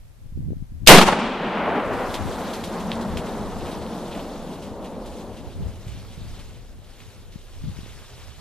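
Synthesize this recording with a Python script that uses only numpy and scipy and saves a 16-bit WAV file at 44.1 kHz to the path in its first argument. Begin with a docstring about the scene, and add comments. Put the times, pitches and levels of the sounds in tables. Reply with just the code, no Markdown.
"""A black-powder rifle fires close by in bare woodland: a pressure pulse strong enough to overload the recorder.
Noise that fades at its own rate in each pitch range is the scatter off nearby trunks, with a few sharper echoes.
The hills roll the shot back for seconds, as noise that grows ever duller, over a low note.
Startled deer bound off through dry leaves: patchy noise, with crunches and short ringing twig snaps.
Gusts are low noise that swells, and single pops, on both microphone ports; the recorder hisses quietly."""
import sys
import numpy as np
from scipy import signal
from scipy.fft import rfft, irfft, next_fast_len
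from scipy.io import wavfile
from scipy.ndimage import uniform_filter1d, map_coordinates

SR = 44100
rng = np.random.default_rng(int(sys.argv[2]) if len(sys.argv) > 2 else 0)


def to_wav(s):
    """Save 16-bit WAV."""
    ch = np.atleast_2d(s).T  # columns
    pcm = np.round(np.clip(ch, -1, 1) * 32767)  # PCM
    wavfile.write(sys.argv[1], SR, pcm.astype(np.int16))


N = 370704
TIME = np.arange(N) / SR

# In every tone table only the balance between pitches counts: the noise is scaled to rms 1 afterwards.
# Likeness: 1 = the same sound in both ports, 0 = unrelated. Left-right: above 0 = louder on the left.

# Gusts: t/s, buffeting level/dB, left-right/dB
GUSTS = [(0.0, -49, 0), (0.21, -52, 8), (0.25, -37, 1), (0.3, -42.5, 6), (0.36, -32, 1), (0.52, -29, 3.5),
         (0.63, -32, 4), (0.68, -43.5, 6), (0.85, -32.5, 9), (1.3, -49, -1), (1.9, -43.5, 6),
         (2.3, -36.5, 8), (2.55, -46.5, -4), (3.17, -35, 6), (3.35, -39.5, 2), (3.65, -38, 1),
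         (4.3, -45.5, 0), (4.8, -44, 3), (5.4, -43.5, 4), (5.65, -29, 2), (5.78, -43, 7), (5.95, -36, 1),
         (6.2, -36, 2.5), (6.5, -39.5, 3), (6.8, -46, -7), (7.2, -44, 5.5), (7.5, -48, 1), (7.67, -32, 1),
         (7.85, -41.5, 3), (8.41, -48, -2)]
# Tone of the buffeting: f/Hz, level per Hz/dB
BUFFET_TONE = [(35, -13.5), (60, 2), (100, 2), (180, -13), (300, -22), (500, -49.5), (1500, -110)]
# Tone of the deepest moving air, and of the higher thumps: f/Hz, level per Hz/dB
RUMBLE_TONE = [(8, -17), (20, 14.0), (45, 11.5), (70, -33.5), (300, -110)]
THUMP_TONE = [(80, -19.5), (160, 7.5), (300, -10.5), (600, -28.5), (1200, -47.5), (3000, -110)]
# How alike the ports are in rumble, buffeting, thumps and hiss: f/Hz, likeness
RUMBLE_ALIKE, BUFFET_ALIKE, THUMP_ALIKE, HISS_ALIKE = [(30, .46)], [(100, .1)], [(100, .08)], [(500, .1)]
# Single eddies that pop: t/s, peak level/dB, f/Hz, left-right/dB
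EDDIES = [(0.325, -27.5, 100, 0), (0.376, -17.5, 184, 30), (.392, -17, 123, 30), (0.406, -17, 124, -30),
          (0.476, -19, 130, -27), (0.487, -18, 169, 30), (0.506, -15.5, 220, 30), (0.522, -14, 159, 8),
          (0.532, -18, 264, 30), (0.569, -18.5, 109, 30), (0.625, -16, 119, 30), (0.723, -25, 125, 10),
          (5.669, -20, 88, 9), (5.871, -20.5, 90, 6), (5.975, -23, 122, -13), (6.074, -31, 110, 17),
          (6.18, -20, 110, -14), (6.218, -21, 100, 12), (7.36, -18.5, 129, 17), (7.642, -18, 100, 20),
          (7.687, -20, 90, 8), (7.79, -22, 196, 12), (7.834, -25.5, 121, -11), (7.863, -29.5, 300, 3)]
# Tone of the recorder's own noise: f/Hz, level per Hz/dB
HISS_TONE = [(200, -30), (320, -2), (500, 1), (1250, -9), (1350, -8), (2160, -10), (7480, -15.5),
             (14000, -16.5)]
# The cap, which fires just before the blast: t/s, level/dB, time to fall 60 dB/s
CAP_BURST = (.8635, -21, .15)
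# Tone of the cap: f/Hz, level per Hz/dB
CAP_TONE = [(800, -25), (2600, 0), (5000, -6), (7500, -8), (14000, -16)]
# Scatter off near trunks, plus the ring of the hunting blind near 186 Hz: f/Hz, level per Hz/dB, build-up/s,
# longest time to fall 60 dB/s
TRUNKS = [(25, 0, 0.026, 0.39), (60, 4.5, .04, .35), (116.7, 8.5, 0.069, 0.33), (186, 22.5, 0.051, 0.42),
          (279.7, 15, .035, 0.21), (367, 17, 0.051, 0.51), (576, 14, 0.019, 0.33), (835, 12.5, 0.039, 0.45),
          (1500, 5, 0.024, 0.44), (2703, 4.5, .002, 0.44), (4970, -2.5, .001, 0.43),
          (7550, -7.5, 0.0011, 0.48), (12100, -7, 0.0011, 0.43)]
# How alike the ports are in the cap, trunks and slaps: f/Hz, likeness
TRUNKS_ALIKE = [(60, 0.93), (230, 0.98), (900, 0.99), (3510, 0.59), (13600, 0.073)]
# Distinct echoes off big trunks and banks: t/s, level/dB, time to fall 60 dB/s
SLAP_ECHOES = [(0.983, -1.5, 0.07), (1.013, -5.5, 0.06), (1.077, -11.5, 0.24), (1.123, -16, 0.11),
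               (1.164, -21, 0.039), (1.216, -14.5, 0.037), (1.25, -24, .05)]
# Tone of those echoes before air loss: f/Hz, level per Hz/dB
SLAP_ECHO_TONE = [(100, -20.5), (300, -6), (900, 2), (2000, -11), (4200, -9), (8000, -27), (15000, -31)]
# Loss in the air on the way, used for the hills and, multiplied, for the slaps: f/Hz, loss per second/dB
AIR_LOSS = [(200, -1), (500, -0.47), (1000, 1.5), (2000, 5), (4000, 22.5), (8000, 45)]
# Echo off the hills: t/s, level of the roll/dB, level of the low note over the roll/dB
HILL_LEVELS = [(1.1, -14, 4.5), (1.29, -29, -8), (1.4, -28.5, -3.5), (1.5, -25, -7.5), (1.8, -24, -9.5),
               (2.03, -27, -12), (2.3, -31.5, -9), (2.5, -32.5, -3.5), (2.65, -31.5, -3), (3.0, -30, 0),
               (3.3, -31, -3), (4.0, -33, -3), (4.6, -35.5, -4.5), (5.0, -35.5, -6), (5.3, -38, -4),
               (5.55, -43.5, -6), (6.05, -50.5, -2), (7.0, -57, -5)]
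# Tone of the roll at 1.6 s, brighter before and duller after: f/Hz, level per Hz/dB
ROLL_TONE = [(150, -37), (250, 0.5), (304, -3), (509, -1), (940, -3.5), (1710, -11.5), (2430, -15.5),
             (3160, -19.5), (7000, -49), (9100, -56), (15400, -120)]
# Tone of the valley's low note: f/Hz, level per Hz/dB
BOOM_TONE = [(90, -28), (130, 6), (160, 13), (190, 18), (230, 19), (270, -9), (330, -32), (600, -100)]
# How alike the ports are in the hill echo: f/Hz, likeness
HILL_LIKENESS = [(60, 1), (230, 1), (900, 0.98), (3510, 0.84), (13600, 0.18)]
# Many hooves in leaf litter: t/s, level/dB
RUSTLE_LEVELS = [(1.25, -64), (1.6, -56.5), (1.85, -49.5), (2.0, -43.5), (2.4, -41), (2.8, -43), (3.1, -44),
                 (3.4, -44.5), (3.8, -46.5), (4.1, -45), (4.5, -47), (4.75, -51.5), (4.98, -53),
                 (5.15, -47.5), (5.3, -52), (5.6, -50.5), (5.84, -52), (6.0, -50), (6.42, -48.5),
                 (6.55, -53.5), (6.82, -57), (6.92, -52), (7.1, -51.5), (7.3, -56), (7.7, -48), (8.41, -49)]
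# Tone of the leaves: f/Hz, level per Hz/dB
LEAF_TONE = [(250, -14), (400, -3), (550, -6), (950, -7), (1600, -9), (2100, -10), (3000, -8.5), (3600, -8),
             (4200, -10), (5000, -12.5), (8000, -16), (11000, -19.5), (14000, -23)]
# How alike the ports are in the leaves: f/Hz, likeness
LEAF_LIKENESS = [(500, 0.97), (1500, 0.94), (4000, 0.81), (8000, 0.23), (14000, 0.37)]
# Landings that snap a twig, snap and spray before their tone: t/s, snap peak level/dB, f/Hz,
# leaf spray level/dB, crunch level/dB
LANDINGS = [(1.8524, -32, 2040, -49, -46), (1.935, -40, 4500, -54, -42), (2.143, -15.5, 3600, -33, -27),
            (2.507, -29, 3550, -48, -42), (2.5366, -26, 4410, -37, -32), (2.64, -20.5, 3450, -52, -31),
            (2.80, -40, 3500, -43, -38), (2.9176, -12, 3520, -34.5, -48), (3.0131, -28, 4010, -44, -39),
            (3.173, -16, 3040, -37, -33.5), (3.26, -40, 3500, -45, -43), (3.38, -44, 3500, -51, -46),
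            (3.6601, -29, 2970, -43, -42), (3.716, -37, 3640, -41, -41), (3.8157, -38, 4300, -44, -48),
            (3.8651, -29, 3730, -48, -53), (3.98, -42, 3500, -51, -44), (4.114, -37, 3600, -38, -48),
            (4.151, -27, 2980, -43, -52), (4.6228, -41, 3350, -51, -44), (4.8439, -35, 2830, -46, -46),
            (5.0605, -43, 2910, -55, -44), (5.3705, -37, 2980, -46.5, -49), (5.878, -37, 2600, -49, -45),
            (5.9194, -38, 3110, -47, -55), (6.3903, -40, 3100, -47, -50), (7.004, -34, 2930, -51, -55),
            (7.3218, -48.5, 3840, -54, -50), (7.7895, -45, 2380, -61, -58), (7.861, -41, 3360, -58, -61)]
# Tone of the crunch: f/Hz, level per Hz/dB
CRUNCH_TONE = [(700, -30), (2000, -6), (3300, 1), (5000, -2), (9500, -6.5), (14000, -14)]
# Tone of the snaps and sprays, here a plain gain: f/Hz, gain/dB
SNAP_TONE = [(600, -39), (1800, 6.5), (4300, 2), (6000, -6), (14000, -10)]
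# The deer move left: t/s, how much later the right port hears them/microseconds
DEER_BEARING = [(1.6, -9), (3.5, 23), (5, 26), (6, 38), (8.41, 48)]

FLURRY_DB, FLURRY_PER_S = 1.7, 11  # short flurries on the gusts
SWAY_DB = 2.5  # how far the flurries wander between the ports
RUMBLE_DB, RUMBLE_FOLLOWS = -45, .4  # deepest air: middle level, share of the gust's swing
RUMBLE_HEAVE_DB, RUMBLE_HEAVES_PER_S = 3, 7  # its own slow heave
THUMP_DB = 21.5  # gain on the square of the buffeting level
HISS_DB = -60
SHOT_S = .8726  # the muzzle blast arrives
TRUNK_AIR_DB_PER_S = 30.5  # air loss among the trunks at 12 kHz
FADE_S, FADE_DB_PER_S = 6.9, 3  # the last slope has answered: an extra fade starts
PEAL_DB, BOOM_BEAT_DB, BOOM_BEAT_PER_S = 0.82, 0.5, 9  # how unevenly the slopes answer
SHUFFLE_DB, SHUFFLE_PER_S = 0.94, 15  # the rustle comes and goes with the strides
CRUNCH_RISE_S, CRUNCH_T60_S = 0.0074, 0.11  # build-up, and time to fall 60 dB up to 2 s
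SMEAR_PER_S = .3  # crunches last longer by this share for each second after 2 s, as the deer get away
TOP_HZ = 14250  # about the highest pitch kept


def amp(db):
    """Turn decibels into a plain multiplier."""
    return 10 ** (np.asarray(db) / 20)


def unit(x):
    """Scale a signal to rms 1."""
    return x / np.sqrt(np.mean(x ** 2) + 1e-20)


def along(points, hz, axis=1):
    """Read one column of a table that starts with f/Hz, with pitch on a log scale."""
    rows = np.array(points, float)
    return np.interp(np.log(hz + 1), np.log(rows[:, 0] + 1), rows[:, axis])


def curves(rows):
    """Draw each column after t/s as a curve with one value per sample."""
    s, *columns = np.transpose(rows)
    return [np.interp(TIME, s, column) for column in columns]


def wobble(rate):
    """Draw a smooth random curve with rate random points a second."""
    points = rng.standard_normal(int(N * rate / SR) + 4)
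    return map_coordinates(points, [TIME * rate])


def filtered(x, response):
    """Multiply each frequency of x by response(hz)."""
    size = next_fast_len(N + SR // 2)
    hz = np.fft.rfftfreq(size, 1 / SR)
    return irfft(rfft(x, size) * response(hz), size)[..., :N]


def rush(spectrum, alike):
    """Steady stereo noise of rms 1: a shared part plus a part of opposite sign in the two ports."""
    def response(hz):
        turn = np.arccos(np.clip(along(alike, hz), -1, 1)) / 2
        return amp(along(spectrum, hz)) * [np.cos(turn), np.sin(turn)]
    mid, side = filtered(rng.standard_normal((2, N)), response)
    return unit(np.array([mid + side, mid - side]))


def shaped(x, gain, size):
    """Change the tone of x over time: multiply by gain(hz, s) in short slices."""
    hz, s, slices = signal.stft(x, SR, nperseg=size)
    return signal.istft(slices * gain(hz[:, None], s[None]), SR, nperseg=size)[1][:, :N]


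def burst(s, db, t60, rise):
    """Envelope that swells fast from time s and dies away by 60 dB in t60 seconds."""
    age = np.clip(TIME - s, 0, 5)
    return (1 - np.exp(-age / rise)) * amp(db - 60 * age / np.abs(t60))


def panned(lean_db):
    """Left and right gains that differ by lean_db."""
    return amp(np.array([[.5], [-.5]]) * lean_db)


def eddies():
    """Single eddies pop as one short swing of air, often weaker on one port."""
    half = SR // 10
    pops, t = np.zeros((2, N + SR)), np.arange(-half, half) / SR
    phases = rng.uniform(0, 2 * np.pi, len(EDDIES))
    for (s, db, hz, lean_db), phase in zip(EDDIES, phases):
        u = 2 * np.pi * hz * t
        swing = np.sin(u + phase) * (1 + (u / 2.8) ** 2) ** -3
        ports = amp([[db + min(lean_db, 0)], [db - max(lean_db, 0)]])  # only the weaker port is lowered
        start = round(s * SR) - half
        pops[:, start:start + len(t)] += ports * swing
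    return pops[:, :N]


def wind():
    """Eddies thump on each port apart; thumps above the buffeting grow with the square of the gust."""
    gust_db, lean_db = curves(GUSTS)
    lumps = amp(6 * np.tanh(np.array([wobble(25), wobble(25)])))
    heave_db = RUMBLE_DB + RUMBLE_FOLLOWS * (gust_db - gust_db.mean())
    heave_db += RUMBLE_HEAVE_DB * wobble(RUMBLE_HEAVES_PER_S)
    rumble = amp(heave_db) * rush(RUMBLE_TONE, RUMBLE_ALIKE)
    sway = panned(lean_db + SWAY_DB * wobble(FLURRY_PER_S))
    gust = sway * amp(gust_db + FLURRY_DB * wobble(FLURRY_PER_S))
    buffeting = gust * unit(lumps * rush(BUFFET_TONE, BUFFET_ALIKE))
    thumps = amp(THUMP_DB) * gust ** 2 * unit(lumps ** 2 * rush(THUMP_TONE, THUMP_ALIKE))
    return rumble + buffeting + thumps + eddies()


def hiss():
    """The recorder's own noise, steady and nearly separate in the two ports."""
    return amp(HISS_DB) * rush(HISS_TONE, HISS_ALIKE)


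def trunks():
    """Trunks scatter the blast: the bass builds late and the treble dies first, partly through air loss."""
    def scatter(hz, s):
        age = np.clip(s - SHOT_S + .004, 0, None)
        # air loss grows with the path and the square of the frequency
        air_db = -TRUNK_AIR_DB_PER_S * age * (hz / 12000) ** 2
        t60 = np.minimum(along(TRUNKS, hz, axis=3), 4500 / (hz + 1))
        build_up = 1 - np.exp(-(age / along(TRUNKS, hz, axis=2)) ** 2)
        return amp(air_db - 60 * age / t60) * build_up
    noise = shaped(rush(TRUNKS, TRUNKS_ALIKE), scatter, size=256)
    uneven = amp(10.2 + 2.2 * wobble(60))  # trunks stand unevenly
    return uneven * panned(.8) * (TIME >= SHOT_S) * noise


def slaps():
    """Big trunks and banks send back distinct echoes, duller the later they arrive."""
    echoes = sum(burst(*row, rise=0.0012) for row in SLAP_ECHOES) * rush(SLAP_ECHO_TONE, TRUNKS_ALIKE)
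    return shaped(echoes, lambda hz, s: amp(-3.5 * along(AIR_LOSS, hz) * np.clip(s - 1, 0, None)), size=256)


def shot():
    """The cap cracks, then the blast: a pressure jump that falls through zero, with its near echoes."""
    cap = burst(*CAP_BURST, rise=.0015) * rush(CAP_TONE, TRUNKS_ALIKE)
    u = np.clip(TIME - SHOT_S, 0, 1) / 0.00052  # time counted in pressure-phase lengths of 0.52 ms
    blast = -amp(7) * (TIME >= SHOT_S) * (1 - u) * np.exp(-u)
    # the overdriven microphone capsules swing off centre, over to the other side, and creep back
    age = np.clip(TIME - SHOT_S, 0, None) / np.array([[.03], [.02]])
    drift = np.array([[1.1], [2.2]]) * age * (age - np.array([[1.1], [1.6]])) * np.exp(-age)
    return cap + blast + trunks() + slaps() + drift


def hills():
    """Later echoes have come further, so the air has taken more treble from the roll; a low note joins it."""
    roll_db, boom_db = curves(HILL_LEVELS)

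    def air(hz, s):
        return amp(-along(AIR_LOSS, hz) * np.clip(s - 1.6, -.4, None))
    roll = shaped(rush(ROLL_TONE, HILL_LIKENESS), air, size=1024)
    fade_db = FADE_DB_PER_S * np.clip(TIME - FADE_S, 0, None)
    swell = np.clip((TIME - 1.1) / 0.16, 0, 1) * amp(roll_db - fade_db)
    peals = amp(PEAL_DB * wobble(9) + 0.99 * wobble(30))  # single slopes stand out of the roll
    beat_db = BOOM_BEAT_DB * wobble(BOOM_BEAT_PER_S)
    boom = amp(boom_db + beat_db) * rush(BOOM_TONE, HILL_LIKENESS)
    return swell * panned(.9) * (peals * roll + boom)


def rustle():
    """Many hooves crush leaves: a hiss with small grains, patchy in both time and pitch."""
    rustle_db, = curves(RUSTLE_LEVELS)
    grains = (rng.random(N) < 600 / SR) * rng.random(N) ** 2  # about 600 a second
    crackle = uniform_filter1d(grains, size=16)
    litter = rush(LEAF_TONE, LEAF_LIKENESS) * (1 + 0.15 * unit(crackle))

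    def patches(hz, s):
        field = rng.standard_normal((hz.size, s.size))
        field = uniform_filter1d(uniform_filter1d(field, size=9, axis=0), size=7, axis=1)
        return amp(1.67 * unit(field))
    litter = unit(shaped(litter, patches, size=256))
    shuffle_db = SHUFFLE_DB * wobble(SHUFFLE_PER_S)
    return np.clip((TIME - 1.15) / 0.15, 0, 1) * amp(rustle_db + shuffle_db) * litter


def landings():
    """Single landings crunch the litter, snap a twig that rings very briefly, and throw a spray of leaves."""
    snaps, crunch = np.zeros(N + SR), np.zeros(N + SR)
    t, age = np.arange(SR // 10) / SR, np.arange(SR // 2) / SR
    for s, db, hz, spray_db, crunch_db in LANDINGS:
        tick = np.sin(2 * np.pi * hz * t) * amp(-60 * t / .0022)
        # spiky noise rings at the pitch of the twig
        grains = unit(np.convolve(rng.standard_normal(len(t)) ** 3, tick[:60])[:len(t)])
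        spray = amp(spray_db - 60 * t / 0.12) * (1 - np.exp(-t / 0.0069)) * grains
        snaps[round(s * SR):][:len(t)] += amp(db) * tick + spray
        t60 = CRUNCH_T60_S * (1 + SMEAR_PER_S * max(s - 2, 0))
        build_up = 1 - np.exp(-(age / CRUNCH_RISE_S) ** 2)
        start = round((s - CRUNCH_RISE_S) * SR)
        crunch[start:][:len(age)] += amp(crunch_db - 60 * age / t60) * build_up
    snaps = filtered(snaps[:N], lambda hz: amp(along(SNAP_TONE, hz)))
    return crunch[:N] * rush(CRUNCH_TONE, LEAF_LIKENESS) + snaps


def deer():
    """Rustle and landings move left as their sound reaches the right port ever later than the left."""
    s_lag, lag_us = np.transpose(DEER_BEARING)

    def turn(hz, s):
        # half the lag goes to each port: left earlier, right later
        ports = np.array([1, -1])[:, None, None]
        return np.exp(1j * np.pi * ports * hz * np.interp(s, s_lag, lag_us) / 1e6)
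    return panned(0.56) * shaped(rustle() + landings(), turn, size=256)


def scene():
    """Add up wind, hiss, shot, hill echoes and deer."""
    return wind() + hiss() + shot() + hills() + deer()


def record(dry):
    """Peaks are flattened with a sharp knee near full scale, then a steep low-pass removes the top treble."""
    clipped = dry / (1 + np.abs(dry / .99) ** 12) ** (1 / 12)
    return filtered(clipped, lambda hz: np.clip((TOP_HZ + 50 - hz) / 150, 0, 1))


dry = scene()
out = record(dry)
to_wav(out)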